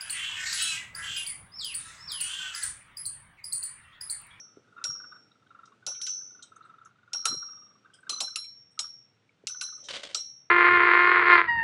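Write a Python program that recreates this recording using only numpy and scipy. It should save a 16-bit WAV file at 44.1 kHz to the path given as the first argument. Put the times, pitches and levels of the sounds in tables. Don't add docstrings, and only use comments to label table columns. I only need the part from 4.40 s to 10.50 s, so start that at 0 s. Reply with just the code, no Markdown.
import sys
import numpy as np
from scipy import signal
from scipy.fft import rfft, irfft
from scipy.io import wavfile

SR = 44100
rng = np.random.default_rng(int(sys.argv[2]) if len(sys.argv) > 2 else 0)


def int16_out(signal):
    q = np.round(np.clip(np.atleast_2d(signal).T, -1, 1) * 32767)
    wavfile.write(sys.argv[1], SR, q.astype(np.int16))


N = 269010

# start in seconds, crack level
# in dB, treble relative to it in dB, disc level in dB, backward and forward wave levels of the first
# ring and then of the second in dB, ring decay time in seconds, bowl boom in dB, its pitch in Hz, hiss
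# in dB, highest short modes in dB, forward waves' decay time as a multiple of the ring decay time.
CLASHES = [(0.0, -94, -37, -102, -58.5, -45, -55, -47, 0.5, -65, 544, -80, -84, 0.54),
           (0.44, -24.5, -15, -60.5, -34.5, -27.5, -77.5, -59, 0.73, -49, 490, -54.5, -29, 0.55),
           (1.465, -27, -39, -55, -48, -34.5, -38.5, -30.5, 0.64, -42, 630, -51, -27, 0.89),
           (1.614, -33.5, -28, -56, -31.5, -31, -48.5, -26, 0.2, -69, 624, -52, -35, 0.98),
           (1.666, -28.5, 1, -54.5, -36.5, -43, -30.5, -26.5, 0.55, -65.5, 517, -50.5, -35.5, 1.07),
           (2.732, -28, -4, -50, -31.5, -27, -51, -39, 0.31, -45, 810, -55, -27.5, 1.07),
           (2.854, -17, 15, -30.5, -38.5, -28.5, -56.5, -52, 0.72, -40, 620, -47, -15, 1.105),
           (3.694, -22, 1, -34.5, -58, -74, -33.5, -44, 0.99, -48, 650, -43, -23, .9),
           (3.804, -21, 10.5, -37, -32, -46.5, -36.5, -58, 0.39, -36.5, 746, -49.5, -18.5, .9),
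           (3.958, -23.5, 11.5, -40.5, -37, -56, -107, -70, 0.68, -65, 630, -56, -18, 1.8),
           (4.391, -20, -3, -58, -35.5, -40.5, -60.5, -57, 0.5, -50, 795, -55.5, -28.5, 0.96),
           (5.07, -22.5, 4, -54, -44.5, -45, -41.5, -33, 0.67, -79, 376, -60, -27, 1.1),
           (5.211, -27, 4, -41.5, -41.5, -38, -47, -32.5, 0.68, -58.5, 704, -51.5, -25.5, 0.96),
           (5.746, -18.5, 5, -41.5, -42, -32.5, -45, -39, 0.62, -45.5, 560, -46, -39, 0.88)]
# frequency in Hz, density in dB.
WHIR = [(1500, -20), (3000, 0), (6000, -1), (8200, -6), (9300, -9), (10000, -34.5), (13000, -66)]
SPIN_START, SPIN_LOSS = 25.3, 1.04


def amp(db):
    return 10 ** (np.asarray(db) / 20)


def unit_rms(x):
    return x / np.sqrt(np.mean(x ** 2) + 1e-20)


def butter(x, order, hz, kind="low"):
    return signal.sosfilt(signal.butter(order, hz, kind, fs=SR, output="sos"), x)


def band(x, hz, octaves):
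    edges = np.clip([hz / 2 ** (octaves / 2), hz * 2 ** (octaves / 2)], 20, 15000)
    return unit_rms(butter(x, 2, edges, "band"))


def wobble(hz):
    return unit_rms(butter(rng.standard_normal(N), 2, hz))


def noise(spectrum):
    hz, db = np.transpose(spectrum)
    bins_hz = np.arange(1, N // 2 + 2) * SR / N
    gain = amp(np.interp(np.log(bins_hz), np.log(hz), db))
    return unit_rms(irfft(rfft(rng.standard_normal(N)) * gain, N))


def add(out, start, sound):
    i = round(start * SR)
    out[i:i + len(sound)] += sound[:N - i]


def impulses(times, db):
    out = np.zeros(N) + 1e-18
    np.add.at(out, np.round(np.asarray(times) * SR).astype(int), amp(db))
    return out


def decay(x, t60):
    return signal.lfilter([1], [1, -amp(-60 / (t60 * SR))], x)


def resonator(x, hz, t60):
    r, w = amp(-60 / (t60 * SR)), 2 * np.pi * hz / SR
    return signal.lfilter([0, np.sin(w)], [1, -2 * r * np.cos(w), r * r], x)


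def swell(hz, rise_s, phase=0):
    u = np.arange(round(8 * rise_s * SR)) / SR / rise_s
    return (u * np.exp(1 - u)) ** 2 * np.sin(2 * np.pi * hz * u * rise_s + phase)


def room_hum():
    # frequency in Hz, relative density in dB.
    spectrum = [(15, -71), (25, -47.5), (109, 8.5), (323, -5), (377, -8), (440, -3.5), (513, -7),
                (584, -9.5), (1480, -12), (2300, -10.5), (3950, -17), (5530, -28), (5970, -23.5),
                (12000, -59), (15600, -81), (22000, -120)]
    return amp(-70.5) * noise(spectrum)


def singing_rings():
    ring_hz, disc_hz = (5555.3, 5994), (4058, 4075, 4108)
    # offset in spin multiples, level in dB.
    ring_lines = [(2, -0.5), (1, -13), (0, -34.5)], [(2, -3.5), (1, -18), (0, -20)]
    # level in dB, decay time in seconds.
    disc_modes = [(-0.5, 0.19), (-2.5, 0.32), (0.5, 0.4)]
    rings, disc = np.zeros(N), np.zeros(N)
    ends = [row[0] for row in CLASHES[1:]] + [N / SR]
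    for row, end in zip(CLASHES, ends):
        start, disc_db, ring_s, forward_share = row[0], row[3], row[8], row[13]
        phases = iter(rng.uniform(0, 2 * np.pi, 15))
        t = np.arange(round((end - start) * SR)) / SR
        turns = SPIN_START * (start + t) - SPIN_LOSS * (start + t) ** 2 / 2
        build = 1 - np.exp(-(t + (start == 0)) / 0.0047)
        for hz, (db, decay_s) in zip(disc_hz, disc_modes):
            fade = amp(disc_db + db - 27.3 * t / decay_s - 70 * (t / decay_s) ** 2)
            add(disc, start, build * fade * np.sin(2 * np.pi * hz * t + next(phases)))
        for hz, lines, waves_db in zip(ring_hz, ring_lines, (row[4:6], row[6:8])):
            for direction, wave_db, decay_s in zip((-1, 1), waves_db, (ring_s, forward_share * ring_s)):
                drop = amp(-40 * t / decay_s - 89 * (t / decay_s) ** 4)
                trace = amp(-25 - 60 * t / 1.1)
                for multiple, db in lines:
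                    cycles = hz * t + direction * multiple * turns
                    tone = np.sin(2 * np.pi * cycles + next(phases))
                    add(rings, start, amp(wave_db + db) * build * (drop + trace) * tone)
    flutter = 1 + .09 * wobble(350) + .14 * wobble(30)
    return rings * flutter + disc * (1 + .55 * wobble(90))


def tip_contacts():
    # time in seconds, level in dB, floor pitch in Hz.
    skips = [(.0887, -60, 1274), (.162, -60, 1365), (.379, -37.5, 1386), (.414, -38.5, 1370),
             (.4493, -34.5, 1430), (.502, -41, 1400), (.5516, -45.5, 1350), (.5986, -42, 1495),
             (.6384, -39.5, 1468), (.7166, -44.5, 1255), (.7228, -42, 1490), (.7604, -47, 1480),
             (1.32, -51, 1127), (1.426, -51, 1490), (1.4724, -39.5, 1410), (1.515, -46.5, 1440),
             (1.6003, -51.5, 1380), (1.6731, -43, 1506), (1.8105, -56, 1570), (2.2395, -51, 1360),
             (2.305, -56, 1320), (2.414, -45, 1346), (2.4573, -42, 1327), (2.5094, -56, 1394),
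             (2.5552, -60.5, 1310), (2.745, -38.5, 1430), (2.8444, -38, 1300), (2.8548, -21.5, 1338),
             (2.9153, -35, 1310), (3.025, -38.5, 1392), (3.4475, -53.5, 1273), (3.6672, -42, 1545),
             (3.695, -38.5, 1192), (3.7281, -40, 1200), (3.7813, -41, 1276), (3.8072, -38.5, 1130),
             (3.8781, -45, 1520), (3.9245, -54, 1350), (3.964, -39, 1293), (4.3763, -44.5, 1306),
             (4.3917, -39.5, 1240), (4.4411, -42.5, 1253), (5.071, -49, 1350), (5.0958, -47.5, 1482),
             (5.145, -42.5, 1470), (5.2148, -34.5, 1490), (5.3234, -49, 1253), (5.3778, -52, 1260),
             (5.748, -36, 1300), (5.79, -54, 1280)]
    # first and last tap in seconds, first, middle and last level in dB,
    # first and last floor pitch in Hz.
    runs = [(0.244, 0.3648, -66, -57, -43, 1560, 1357), (0.912, 0.997, -60, -59, -66, 1370, 1310),
            (1.022, 1.064, -59, -57, -57.5, 1334, 1505), (1.106, 1.275, -46, -42.5, -49, 1368, 1327),
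            (1.905, 2.078, -59, -50.5, -64, 1476, 1390), (2.1192, 2.383, -44.5, -44.5, -48, 1322, 1308),
            (2.5853, 2.721, -57.5, -53.5, -47.5, 1450, 1395), (3.0843, 3.3544, -44.5, -52, -54, 1290, 1170),
            (3.456, 3.6306, -49.5, -56, -48, 1545, 1540)]
    taps = list(skips)
    for first, last, first_db, mid_db, last_db, first_hz, last_hz in runs:
        turns = round((last - first) * (SPIN_START - SPIN_LOSS * first))
        u = np.linspace(0, 1, turns + 1)
        bow_db = (mid_db - (first_db + last_db) / 2) * 4 * u * (1 - u)
        db = first_db + (last_db - first_db) * u + bow_db
        taps += zip(first + (last - first) * u, db, first_hz + (last_hz - first_hz) * u)
    return np.array(taps)


def tip_taps():
    # frequency in Hz, relative level in dB.
    overtones = [(2750, -7.5), (3680, -1.5)]
    taps = tip_contacts()
    drag = decay(decay(impulses(taps[:, 0], taps[:, 1] - 57), 0.14), 0.028)
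    out = drag * band(rng.standard_normal(N), 1296, 0.36)
    for (start, db, hz), (shift, *colours) in zip(taps, rng.uniform(-1, 1, (len(taps), 3))):
        add(out, start - .0015, amp(db - 1.5) * swell(hz, 0.0052, np.pi * shift))
        bright_db = -68 + .5 * (db + 45.5)
        for (overtone_hz, overtone_db), colour in zip(overtones, colours):
            overtone = swell(overtone_hz * (1 + 0.016 * shift), 0.0053, np.pi * shift)
            add(out, start, amp(bright_db + overtone_db + 6 * colour) * overtone)
    return out


def tip_grinding():
    # time in seconds, scuff level in dB, floor pitch in Hz, rumble level in dB.
    grind = [(0, -70, 1400, -75), (.15, -72, 1330, -73), (.45, -73.5, 1400, -67.5), (.81, -65, 1446, -69.5),
             (.98, -86.5, 1334, -75.5), (1.32, -77, 1350, -70.5), (1.63, -63, 1460, -74.5),
             (2.07, -77.5, 1340, -71.5), (2.29, -67.5, 1267, -73), (2.55, -89.5, 1354, -82.5),
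             (2.9, -51.5, 1330, -74), (3.2, -75.5, 1250, -73), (3.6, -76.5, 1468, -76),
             (3.75, -51.5, 1213, -64), (3.9, -79, 1322, -80), (3.99, -58, 1337, -81),
             (4.08, -86.5, 1314, -89.5), (5.05, -84, 1403, -77), (5.28, -56, 1468, -79.5),
             (5.45, -83, 1410, -76), (5.59, -62, 1448, -63), (5.75, -86, 1297, -98), (6.1, -84, 1360, -88)]
    # frequency in Hz, relative density in dB.
    rumble = [(90, -37.5), (200, 1.5), (500, -4.5), (900, -14), (1500, -40.5)]
    times, *columns = np.transpose(grind)
    scuff_db, hz, rumble_db = [np.interp(np.arange(N) / SR, times, c, -200, -200) for c in columns]
    scuffs = (rng.random((2, N)) < 260 / SR) * rng.standard_normal((2, N)) + 1e-18
    drive = butter(scuffs, 2, 110)
    phase = 2 * np.pi * np.cumsum(hz) / SR
    floor = unit_rms(drive[0] * np.cos(phase) + drive[1] * np.sin(phase))
    whir_db = -83 + .5 * (rumble_db + 73)
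    return amp(scuff_db) * floor + amp(rumble_db) * noise(rumble) + amp(whir_db) * noise(WHIR)


def thuds():
    # start in seconds, level in dB, pitch in Hz.
    pushes = [(0.171, -39, 368), (.195, -53, 450), (0.49, -44, 131), (1.467, -55, 129), (2.894, -48, 131),
              (2.91, -43, 250), (2.925, -36.5, 286), (2.944, -40, 400), (2.965, -46.5, 140),
              (3.722, -45.5, 396), (3.827, -50.5, 242), (5.038, -46.5, 414), (5.048, -58, 161)]
    out = np.zeros(N)
    for start, db, hz in pushes:
        push = swell(hz, 0.72 / hz)
        envelope = np.abs(swell(hz / 8, 2.02 / hz, np.pi / 2)[:len(push)])
        puff = band(rng.standard_normal(SR // 4), hz, 0.91)[:len(push)]
        add(out, start, amp(db) * (push + 0.24 * envelope * puff))
    return out


def spare_top_clinks():
    # frequency in Hz, level in dB, 60 dB decay time in seconds.
    modes = [(2300, 2, 0.21), (2650, -5.5, 0.21), (3186, 0.5, 0.17), (3790, 0.5, 0.2), (4100, -2.5, 0.12),
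             (5050, -4.5, .15), (5650, -1.5, 0.22), (6400, -1, 0.17), (7190, 3.5, 0.08), (8100, -2.5, 0.34),
             (8800, 1, 0.19), (10000, -4, 0.11)]
    # start in seconds, level in dB, pitch struck best in Hz, spread in octaves,
    # factor on the decay time.
    touches = [(0.376, -63, 2660, 0.088, 4.5), (.505, -50, 6360, .1, 1.2),
               (0.916, -56.5, 3670, 0.071, 0.33), (1.072, -64, 3360, 0.21, 0.12),
               (1.092, -55.5, 3530, 0.068, 0.66), (1.255, -61.5, 5200, 0.41, 0.63),
               (1.547, -58, 3200, 0.65, 0.76), (2.023, -52.5, 4170, 0.37, 1.02),
               (2.026, -49, 6800, 0.23, 0.64), (2.16, -54.5, 6400, 0.093, 0.33),
               (2.162, -64.5, 8800, .15, 0.27), (2.225, -63, 4100, 0.11, 1.2),
               (2.249, -71, 8100, 0.087, 0.46), (2.449, -57.5, 6400, 0.17, 0.64),
               (2.452, -66, 10000, .1, 0.9), (3.535, -58, 3130, .1, 1.15), (3.538, -55, 5050, .1, 1.03),
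               (3.538, -62.5, 8200, 0.25, 0.83), (3.604, -70.5, 8600, 0.093, 0.34),
               (4.04, -57.5, 2640, 0.35, 0.53), (4.043, -59, 7350, 0.22, .5), (4.312, -77, 8490, .2, 1),
               (4.892, -62.5, 2330, .1, 0.23), (5.144, -51, 3000, 0.08, 0.1),
               (5.377, -68.5, 8300, .15, 0.36), (5.439, -55.5, 4910, 0.5, 2.2)]
    out, t = np.zeros(N), np.arange(SR // 4) / SR
    attack = 1 - np.exp(-t / 0.00078)
    for hz, mode_db, t60 in modes:
        envelope = np.zeros(N)
        for start, db, best_hz, octaves, share in touches:
            off_pitch_db = -6 * (np.log2(hz / best_hz) / octaves) ** 2
            add(envelope, start, attack * amp(db + mode_db + off_pitch_db - 60 * t / (t60 * share)))
        out += envelope * band(rng.standard_normal(N), hz, octaves=.09)
    return out


def clashes():
    # frequency in Hz, relative density in dB.
    spectrum = [(1200, -30.5), (2000, -7), (2700, -1), (4000, 8), (5200, 5.5), (6800, 6.5), (8200, -6),
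                (9000, -8), (10300, -10), (10700, -15.5), (11000, -43.5), (11400, -15), (12300, -15),
                (13500, -70)]
    modes_hz = 2700, 3100, 3800, 5130, 6730, 7300, 8060, 9748, 9842, 10252, 10338, 11800
    # level in dB, 60 dB decay time in seconds.
    modes = [(-30, 0.017), (-37.5, 0.038), (-33.5, 0.05), (-30.5, .05), (-36.5, 0.049), (-35.5, 0.085),
             (-33.5, 0.071), (-42.5, 0.12), (-40, 0.16), (-42.5, 0.097), (-44, 0.21), (-49.5, 0.16)]
    starts, db, treble_db, hiss_db, highest_db = np.transpose(CLASHES)[[0, 1, 2, 11, 12]]
    broadband = noise(spectrum)
    treble = butter(broadband, 4, 9200, "high")
    grain_sizes = amp(5 * np.minimum(rng.exponential(1, N), 2))
    chatter = decay(grain_sizes * (rng.random(N) < 200 / SR), .04)
    out = np.zeros(N)
    for part, part_db, tail_db, t60 in ((broadband - treble, db, -24, .22),
                                        (treble, db + treble_db, -15, .25)):
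        blows = impulses(starts, part_db)
        crack = decay(decay(blows, .016), .008) / 42
        grainy_tail = amp(tail_db) * decay(blows, t60) * (0.51 + 0.14 * chatter)
        out += part * (crack + grainy_tail + amp(-33) * decay(blows, 0.29))
    out += noise(WHIR) * decay(decay(impulses(starts, hiss_db), .3), .05) / 320
    scatter_db = rng.normal(0, 3, (len(starts), len(modes)))
    for hz, (mode_db, t60), uneven_db in zip(modes_hz, modes, scatter_db.T):
        blow_db = highest_db if hz > 9200 else db
        jostling = decay(impulses(starts, blow_db + mode_db - 5.5 + uneven_db), 0.09)
        mode = resonator(jostling * rng.standard_normal(N), hz, t60)
        out += mode * (.8 + .5 * wobble(140))
    return butter(out, 4, 1500, "high")


def bowl_boom():
    out, t = np.zeros(N), np.arange(SR // 4) / SR
    for start, db, hz in np.array(CLASHES)[:, [0, 9, 10]]:
        envelope = amp(db - 60 * t / 0.14) * (1 - np.exp(-t / 0.0077))
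        add(out, start, envelope * band(rng.standard_normal(len(t)), hz, 0.93))
    return out


def rattling_parts():
    # start, rise and hold in seconds, bright level in dB, hollow level in dB.
    shakes = [(5.357, 0.052, 0.066, -72, -65.5), (5.484, 0.0053, 0.033, -40.5, -52.5),
              (5.533, .003, 0.024, -43, -51), (5.631, .003, 0.0027, -43.5, -49.5),
              (5.674, 0.036, .01, -54, -59.5)]
    # time in seconds, level in dB.
    knocks = [(5.4863, -36.5), (5.4978, -49), (5.5345, -49), (5.549, -41), (5.557, -39), (5.634, -38),
              (5.704, -51), (5.714, -51)]
    # frequency in Hz, relative density in dB.
    spectrum = [(530, -69), (900, -9), (1180, -5), (1410, -8.5), (1540, -0.5), (1660, -6.5), (1980, -1.5),
                (2420, -4.5), (3180, 1.5), (5040, -6.5), (5500, -9), (9010, -19), (10500, -34),
                (12400, -64), (16100, -88), (22000, -120)]
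    # frequency in Hz, level in dB, 60 dB decay time in seconds.
    body_modes = [(316, -16, .03), (560, 4, 0.027), (738, -9, 0.04)]
    t, bright_level, hollow_level = np.arange(N) / SR, 0, 0
    for start, rise, hold, bright_db, hollow_db in shakes:
        attack = np.clip((t - start) / rise, 0, 1) ** 2
        release = amp(-60 * np.maximum(t - start - rise - hold, 0) / 0.29)
        bright_level += amp(bright_db) * attack * release
        hollow_level += amp(hollow_db) * attack * release
    impacts = amp(3.8 * np.minimum(rng.exponential(1, N), 4)) * (rng.random(N) < 700 / SR)
    colour = noise(spectrum) + 0.35 * band(rng.standard_normal(N), 3090, 0.24)
    smeared = bright_level * unit_rms(decay(impacts, .035))
    clear = decay(impulses(*np.transpose(knocks)), 0.03)
    bright = butter((smeared + clear) * colour, 2, 700, "high")
    hollow = sum(amp(db) * resonator(impacts * rng.choice([-1, 1], N), hz, t60)
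                 for hz, db, t60 in body_modes)
    return bright + hollow_level * unit_rms(hollow)


def scene():
    tops = singing_rings() + clashes() + bowl_boom() + tip_taps() + tip_grinding()
    return (tops + spare_top_clinks() + thuds() + rattling_parts() + room_hum())[None]


def record(dry):
    thin = butter(dry, 1, 60, "high")
    rounded = .3 * np.tanh(thin / .3)
    treble_cut = signal.cheby2(12, 70, 13000, fs=SR, output="sos")
    return signal.sosfilt(treble_cut, rounded) + amp(-103) * rng.standard_normal(N)


dry = scene()
out = record(dry)
int16_out(out)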